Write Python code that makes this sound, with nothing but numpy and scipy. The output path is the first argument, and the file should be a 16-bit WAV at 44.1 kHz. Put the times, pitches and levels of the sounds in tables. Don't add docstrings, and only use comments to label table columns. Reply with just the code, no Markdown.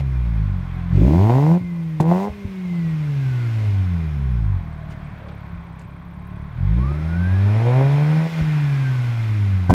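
import sys
import numpy as np
from scipy import signal
from scipy.io import wavfile
from scipy.ndimage import uniform_filter1d

SR = 44100
rng = np.random.default_rng(int(sys.argv[2]) if len(sys.argv) > 2 else 0)


def natural_amplitude(level_db):
    exponent = np.asarray(level_db, float) / 20
    return 10 ** exponent


def transcribe(signal):
    frames = np.atleast_2d(signal).T
    limited = np.clip(frames, -1, 1)
    pcm = np.round(limited * 32767).astype(np.int16)
    wavfile.write(sys.argv[1], SR, pcm)


N = 429513
STEP = 64

# pitch in Hz, width in Hz, level in dB.
PIPE_MODES = [(463, 320, -1), (604.5, 124, 6), (807, 356, 3), (1014, 310, -3), (1390, 450, -14.5),
              (1960, 250, -20)]


def evened(x):
    return x / np.sqrt(np.mean(x ** 2) + 1e-20)


def read(points, hz):
    f, value = np.transpose(points)
    return np.interp(np.log(hz + 1), np.log(f + 1), value)


def play(rows):
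    s, *columns = np.transpose(rows)
    return [np.interp(np.arange(N) / SR, s, c) for c in columns]


def fill(v):
    return np.interp(np.arange(N), np.arange(0, N, STEP), v)


def add(mix, s, sound):
    part = mix[round(s * SR):][:len(sound)]
    part += sound[:len(part)]


def resonate(x, hz, width):
    r = np.exp(-np.pi * width / SR)
    pole = r * np.exp(2j * np.pi * hz / SR)
    return 2 * signal.lfilter([(1 - r) ** 2], [1, -2 * pole, pole ** 2], x).real


def tuned(hz, centre_hz, width):
    return (1 + (2 * (hz - centre_hz) / width) ** 2) ** -2.


def drift(per_s):
    knots = uniform_filter1d(rng.standard_normal(1000), size=2)
    return evened(np.interp(np.arange(N) / SR * per_s, np.arange(1000), knots))


def noise(spectrum, patchy_db):
    a, b, patches = rng.standard_normal((N // 256 + 5, 513, 3)).T
    patches = uniform_filter1d(patches, size=12, axis=1)
    patches = evened(uniform_filter1d(patches, size=8, axis=0))
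    colour_db = read(spectrum, np.fft.rfftfreq(1024, 1 / SR))[:, None]
    gain = natural_amplitude(colour_db + patchy_db * patches)
    return evened(signal.istft((a + 1j * b) * gain, nperseg=1024, noverlap=768)[1][:N])


def driver():
    # time in seconds, firings per second.
    speed = [(0, 69.8), (.6, 43.9), (.92, 42.8), (1.01, 51.7), (1.58, 181), (2.015, 152.7), (2.285, 210),
             (3.36, 123.7), (4.0, 82.4), (4.66, 38.9), (5.75, 33.3), (6.53, 37), (6.93, 73.5),
             (7.49, 102.3), (7.83, 136), (8.29, 165), (9.0, 124.2), (9.68, 88.2)]
    # down in seconds, up in seconds, opening at start 0-1, opening at end 0-1.
    strokes = [(0.904, 0.996, 0.33, 0.76), (0.998, 1.301, 0.71, 0.9), (1.299, 1.582, 1, 0.86),
               (2.001, 2.122, 0.74, 0.99), (2.119, 2.291, 0.98, 0.85), (6.5, 6.752, 0.08, 0.29),
               (6.758, 6.92, 0.38, 0.26), (6.91, 7.452, 0.27, 0.42), (7.455, 7.817, 0.48, 0.82),
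               (7.816, 8.277, 0.71, 0.38), (9.689, 9.9, 0.87, 0.92)]
    # peak in seconds, level in dB, onset in seconds, recovery in seconds.
    cuts = [
        (.66, -4.5, 0.075, 0.044),
        (1.601, -4, 0.017, .8),
        (2.33, -2, 0.086, 0.32),
        (7.1, -3.5, 0.21, 0.23),
        (8.319, -11, 0.084, 0.043),
        (8.55, 3, 0.074, 0.27),
        (6.35, 4, .15, 0.12),
        (9.675, -3.5, 0.039, 0.023),
    ]
    pedal_lag_s, flywheel_s = 0.014, 0.046
    t = np.arange(N) / SR
    hz = uniform_filter1d(play(speed)[0], size=round(flywheel_s * SR), mode="nearest")
    pedal = np.zeros(N)
    for down, up, first, last in strokes:
        opening = first + (last - first) * (t - down) / (up - down)
        pedal += (t >= down) * (t < up) * opening
    cut_db = np.zeros(N)
    for s, db, onset, recovery in cuts:
        cut_db += db * np.exp(-((t - s) / np.where(t < s, onset, recovery)) ** 2)
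    return hz, uniform_filter1d(pedal, size=round(pedal_lag_s * SR)), cut_db


def snap_of(hz):
    hard_blip = 105
    gas_lag_s = .02
    pickup = uniform_filter1d(np.gradient(hz) * SR, size=6000, origin=round(gas_lag_s * SR))
    return uniform_filter1d(np.clip(pickup / hard_blip - 1, 0, .5) * 2, size=3000)


def orders(hz, throttle, cut_db, view_db):
    # pitch in Hz, width in Hz, coasting dB, full throttle dB.
    standing = [(58, 24, -19.5, -10), (98, 29, -17.5, -11), (132, 53, -20, -13.5), (167.4, 35.4, -19.5, -9),
                (209.5, 76, -45, -22), (308, 150, -38.5, -24), (402.3, 69, -39.5, -27),
                (488, 38, -44.5, -24.5), (584, 150, -48, -26.5), (720, 85, -67, -32.5),
                (267, 11, -40.5, -20)]
    # share of the view, level at idle in dB.
    shares = [(0.22, 0), (.2, -7), (0.19, -5), (0.16, 2), (.1, 0), (-0.24, 0), (-.2, 1.5), (.3, 0),
              (0.31, 0), (.2, 0), (.1, 1)]
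    late_hz = 900
    idle = np.clip((44.8 - hz) / 12.3, 0, 1)
    pulse_db = cut_db - 20 * idle

    slow_hz, slow_idle, slow_view = hz[::STEP], idle[::STEP], view_db[::STEP]
    pull = np.clip(throttle[::STEP], 0, 2)
    waves = []
    for (f, width, coast_db, full_db), (view_share, idle_db) in zip(standing, shares):
        wave_db = coast_db + (full_db - coast_db) * pull ** (1 + f / late_hz)
        wave_db = wave_db + view_share * slow_view + idle_db * slow_idle
        waves.append((f, width, natural_amplitude(2 * wave_db)))
    on_pipe = []
    for k in range(1, 13):
        power = sum(p * tuned(k * slow_hz, f, width) for f, width, p in waves)
        on_pipe.append(pulse_db + 1.5 * k * idle + fill(10 * np.log10(power)))

    gentle = 2 * throttle * (1 - snap_of(hz)) * np.log2(np.maximum(hz / 100, 1))
    second_db = on_pipe[1] - 4.5 + 3.5 * throttle - 1.5 * gentle
    light = (throttle > 0) * np.clip(1 - 2 * throttle, 0, 1)
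    rounding_db = np.outer(-2 * np.arange(10), light)
    higher_db = np.array(on_pipe[2:]) - 9 + 7 * throttle + 4.5 * gentle + rounding_db
    return on_pipe[0], second_db, higher_db


def boom(turns, hz, first_db, second_db, higher_db, crack_db):
    # multiple of firing rate, dB under the first order.
    uneven = [(.5, -28.5), (1.5, -34), (2.5, -37), (3.5, -54)]
    waver_db = np.minimum(1 + 110 / hz, 2.4)
    faces = 1 + 0.07 * np.cos(2 * np.pi * turns / 6) + 0.1 * np.cos(2 * np.pi * turns / 12)
    lean = 3.6
    out = natural_amplitude(first_db + 0.4 * drift(5.9)) * faces * np.cos(2 * np.pi * turns)
    out += natural_amplitude(second_db + 0.64 * waver_db * drift(20)) * np.cos(4 * np.pi * turns + lean)
    load_db = 0.11 * np.maximum(crack_db + 49.0, 0)
    for k in range(3, 13):
        db = higher_db[k - 3] - 2.4 * (k - 3) + load_db * (k > 3) + 1.4 * load_db * (k == 4)
        level = natural_amplitude(db + 1.23 * waver_db * drift(25))
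        out += level * np.cos(2 * np.pi * k * turns + lean * (k - 1))
    strongest_db = np.maximum(first_db, second_db + 10.5)
    for k, db in uneven:
        out += natural_amplitude(strongest_db + db + 3.0 * drift(5.2)) * np.cos(2 * np.pi * k * turns + k)
    lumps_db = 1.3 * np.clip((44 - hz) / 6, 0, 1) * drift(28)
    return np.sqrt(2) * natural_amplitude(lumps_db) * out


def layers(hz, throttle, cut_db, view_db):
    # peak in seconds, length in seconds, crack in dB, hiss in dB.
    gust_rows = [
        (0, 0.012, 27, 9),
        (0.966, 0.055, -2.5, 6.5),
        (7.205, 0.3, -3.5, -2),
        (2.764, .1, 1, 0.5),
        (3.636, 0.11, 8.5, 1.5),
        (4.92, 0.017, 4, 6.5),
        (5.276, 0.11, 12.5, -2),
        (5.809, 0.018, 11, 5),
        (8.397, 0.022, 12, 2.5),
    ]
    t = np.arange(N) / SR
    octaves = np.log2(np.minimum(hz, 122.5) / 100)

    def follow(coasting_db, per_octave, full_throttle, view_share, cut_share):
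        engine_db = coasting_db + per_octave * octaves + full_throttle * throttle
        return engine_db + view_share * view_db + cut_share * cut_db

    crack_db = follow(-48.5, per_octave=6, full_throttle=28, view_share=0.94, cut_share=-0.75)
    clatter_db = follow(-48, per_octave=2.5, full_throttle=4, view_share=1.41, cut_share=0.26)
    hiss_db = follow(-56, per_octave=5.5, full_throttle=-1.5, view_share=0.85, cut_share=-0.17)
    for s, length, crack_gust, hiss_gust in gust_rows:
        swell = np.exp(-((t - s) / length) ** 2)
        crack_db = crack_db + crack_gust * swell
        hiss_db = hiss_db + hiss_gust * swell
    return crack_db, clatter_db, hiss_db + 5 * snap_of(hz)


def ring_pipe(x, dull_db=0):
    out = 0
    for k, (f, width, db) in enumerate(PIPE_MODES):
        out = out + (-1) ** k * natural_amplitude(db + dull_db * (f > 700)) * resonate(x, f, width)
    return evened(out)


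def crack(turns, hz, crack_db):
    rise_s = .002
    firing = np.floor(turns + .5 + rise_s * hz).astype(int)
    weak_db = -np.clip(.16 * (hz - 85), 0, 13) * (firing % 2)
    size_db = 2 * rng.standard_normal(2000)[firing]
    pulses = -np.diff(firing, prepend=0) * natural_amplitude(weak_db + size_db) * np.sqrt(SR / hz)
    flow = rng.standard_normal(N)
    pickup = uniform_filter1d(np.gradient(hz) * SR, size=2000)
    dull_db = -9 * np.clip(np.maximum(1 - pickup / 210, (85 - hz) / 30), 0, 1)
    rings, rush = ring_pipe(pulses, dull_db), ring_pipe(flow, dull_db)

    load = natural_amplitude(-1.1 * np.maximum(-39 - crack_db, 0) - 3 * np.maximum(47 - hz, 0))
    pull = np.clip(pickup / 90, 0, 1)
    puffs = flow * np.exp(-((turns + .5) % 1) / 0.63)
    growl_gain = pull * load * natural_amplitude(10.5 - 0.43 * np.maximum(hz - 55, 0))
    growl = growl_gain * evened(resonate(puffs, 320, 180))
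    rough = 1 - .85 * load
    return natural_amplitude(crack_db) * (natural_amplitude(-3) * load * rings + natural_amplitude(-2) * rough * rush + growl)


def gas_hiss(turns, hz, hiss_db):
    # pitch in Hz, level in dB per Hz.
    hiss_colour = [(880, -34.5), (1500, -27.5), (2110, 13), (2280, 0), (2450, 6.5), (3030, 1), (4900, -6),
                   (6320, -9.5), (10500, -22), (11700, -17.5), (15600, -23)]
    gate = 0.7 + 0.37 * np.exp(-((turns + .5) % 1) / 0.39)
    gas = noise(hiss_colour, patchy_db=.8)
    fizz = snap_of(hz) * signal.lfilter([1, -1], [1], gas)
    level_db = hiss_db + 9.5 - 1.0 * np.maximum(-55.5 - hiss_db, 0)
    return natural_amplitude(level_db) * gate * (gas + fizz)


def pops():
    # start in seconds, thud in dB, thud in Hz, crack in dB,
    # time to fade by 60 dB in seconds.
    open_pops = [
        (2.0006, -3.5, 153, -18, 0.09),
        (9.696, 1.5, 98, -20.5, 0.067),
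        (9.704, -16.5, 94, -13.5, 0.093),
    ]
    # start in seconds, thud in dB, thud in Hz,
    # time to fade by 60 dB in seconds.
    muffled = [
        (1.606, -19, 111.3, 0.11),
        (1.637, -20, 78, 0.056),
        (2.292, -19.5, 71, 0.21),
        (2.446, -10, 91.05, 0.053),
        (2.471, -26, 60, 0.079),
        (5.545, -21, 57, 0.12),
        (8.41, -8, 70.4, 0.062),
    ]
    out, t = np.zeros(N), np.arange(8000) / SR
    for s, thud_db, hz, *_, t60 in open_pops + muffled:
        tone = np.sin(2 * np.pi * hz * t) + 0.3 * np.sin(2 * np.pi * 2.41 * hz * t)
        add(out, s, natural_amplitude(thud_db - 60 * t / t60) * tone * np.minimum(t / .004, 1))
    for s, _, _, crack_db, t60 in open_pops:
        grit = rng.standard_normal(len(t))
        snap = grit + 22 * (t == 0)
        ragged = natural_amplitude(crack_db - 60 * t / (0.62 * t60)) * ring_pipe(snap)
        burst = np.exp(-(t / .016) ** 4) * np.minimum(t / .003, 1)
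        puff = natural_amplitude(-37) * burst * evened(resonate(grit, 1800, 8700))
        add(out, s, puff + ragged)
    return out


def clatter(turns, hz):
    # pitch in Hz, level in dB per Hz.
    clatter_colour = [(150, -19), (250, 3.5), (372, -3), (413, 2.5), (507, -18.5), (692, -0.5), (1250, -3),
                      (1560, -3.5), (1790, -5), (2400, -7.5), (2900, -19.5), (3280, -14.5), (7250, -37),
                      (9720, -37.5), (15500, -48.5)]
    # pitch in Hz, width in Hz, dB over the clatter.
    covers = [(1491, 60, -11), (2396, 30, -13), (5310, 120, -23.5), (9870, 400, -25), (11000, 200, -37.5)]
    out = natural_amplitude(3) * noise(clatter_colour, patchy_db=1) * (1 + .15 * np.cos(2 * np.pi * turns))
    shake = rng.standard_normal(N)
    for f, width, db in covers:
        slow_db = 1.0 * np.minimum(hz - 60, 0) * (f > 2000)
        out += natural_amplitude(db + slow_db) * evened(resonate(shake, f, width))
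    dark = signal.sosfilt(signal.butter(2, 2700, fs=SR, output="sos"), out)
    bright = signal.sosfilt(signal.butter(2, 2700, "high", fs=SR, output="sos"), out)
    idle = np.clip((55 - hz) / 20, 0, 1)
    return dark - (1 - .45 * idle) * bright


def whines(turns, hz, throttle, view_db):
    # multiple of firing rate, pitch in Hz, width in Hz, dB over the clatter,
    # dB added under light throttle.
    crossings = [(11.87, 2090, 240, 9, -3), (11.87, 1540, 260, 4.5, -24), (11.87, 2400, 200, -4, -20),
                 (17.4, 680, 110, 2, -60), (17.4, 1150, 400, -14, 21), (17.4, 1500, 340, -6, 15),
                 (15.6, 2300, 300, -26, 18)]
    out = np.zeros(N)
    pull = np.minimum(throttle[::STEP] / .25, 1)
    for k in sorted({row[0] for row in crossings}):
        power = 0
        for order, f, width, db, pull_db in crossings:
            if order == k:
                power = power + natural_amplitude(2 * (db + pull_db * pull)) * tuned(k * hz[::STEP], f, width)
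        flicker_db, slip = 3 * drift(30), 1.3 * drift(90)
        out += fill(np.sqrt(power)) * natural_amplitude(flicker_db) * np.cos(2 * np.pi * k * turns + slip)
    buried = np.maximum(snap_of(hz), throttle > .9)
    return natural_amplitude(-30 * buried - .35 * view_db) * out


def injector_ticks(turns, hz):
    # pitch in Hz, width in Hz, level in dB.
    tick_modes = [(8300, 700, -82), (12000, 800, -82), (9300, 700, -81), (13000, 800, -81),
                  (10000, 600, -86), (14500, 1000, -82)]
    shake = rng.standard_normal(N)
    chance_db = 2.5 * rng.standard_normal((1000, len(tick_modes)))[(turns / 2).astype(int)]
    out = np.zeros(N)
    for k, (f, width, db) in enumerate(tick_modes):
        since = (turns + k) % 2 / hz
        tick = evened(resonate(np.exp(-since / .016) * shake, f, width))
        out += natural_amplitude(db + 2.5 + chance_db[:, k]) * tick
    return out


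def creaks():
    # start in seconds, level in dB, pitch in Hz, width in Hz, time to fade by 60 dB in seconds.
    creak_rows = [
        (4.9, -62.5, 9030, 1500, .1),
        (4.904, -62, 6003, 1500, .12),
        (5.285, -50, 3202, 2000, .1),
        (5.7937, -50.5, 6987, 3500, 0.025),
        (5.816, -65, 7000, 3000, 0.11),
        (6.272, -59.5, 11600, 5000, 0.024),
    ]
    out, t = np.zeros(N), np.arange(4000) / SR
    for s, db, hz, width, t60 in creak_rows:
        burst = resonate(rng.standard_normal(len(t)), hz, width)
        add(out, s, natural_amplitude(db - 60 * t / t60) * evened(burst))
    return out


def echoes(sharp):
    # delay in seconds, level in dB.
    walls = [(.004, -20), (0.009, -16.5), (0.022, -12.5), (.041, -28.5)]
    out = sharp.copy()
    for s, db in walls:
        add(out, s, natural_amplitude(db) * sharp)
    return out


def lot_wash(hz):
    # pitch in Hz, level in dB per Hz.
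    lot_colour = [(18, -50), (30, -31.5), (64, 5), (156, 6), (219, -9), (468, -24), (998, -12.5),
                  (1080, -7), (1170, -21), (1560, -30), (2130, -38.5), (2920, -59), (4800, -66),
                  (11700, -57), (15600, -51)]
    duck_db = -3.5 * np.clip(hz / 50 - 1, 0, 1)
    return natural_amplitude(-47.5 + 7.5 + duck_db) * noise(lot_colour, patchy_db=1.6)


def scene():
    # time in seconds, level in dB.
    view = [(0, -2), (.8, 2), (1.6, -7), (2.6, -4.5), (3.5, -0.5), (4.4, -1), (5.2, 1.5), (6.1, -2),
            (7.2, 1.5), (8.3, 4), (9.7, 0.5)]
    hz, throttle, cut_db = driver()
    view_db = play(view)[0]
    turns = np.cumsum(hz) / SR
    first_db, second_db, higher_db = orders(hz, throttle, cut_db, view_db)
    crack_db, clatter_db, hiss_db = layers(hz, throttle, cut_db, view_db)

    low = natural_amplitude(0.18) * boom(turns, hz, first_db, second_db, higher_db, crack_db)
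    sharp = crack(turns, hz, crack_db) + pops() + creaks()
    moving_parts = natural_amplitude(clatter_db) * (clatter(turns, hz) + whines(turns, hz, throttle, view_db))
    engine_bay = moving_parts + gas_hiss(turns, hz, hiss_db) + injector_ticks(turns, hz)
    return (low + echoes(sharp) + engine_bay + lot_wash(hz))[None]


def roll_off(x):
    return signal.sosfilt(signal.butter(12, 15710, fs=SR, output="sos"), x)


def record(dry):
    ceiling = .705
    thin = signal.sosfilt(signal.butter(4, 37, "high", fs=SR, output="sos"), dry)
    return roll_off(np.clip(thin, -ceiling, ceiling))


dry = scene()
out = record(dry)
transcribe(out)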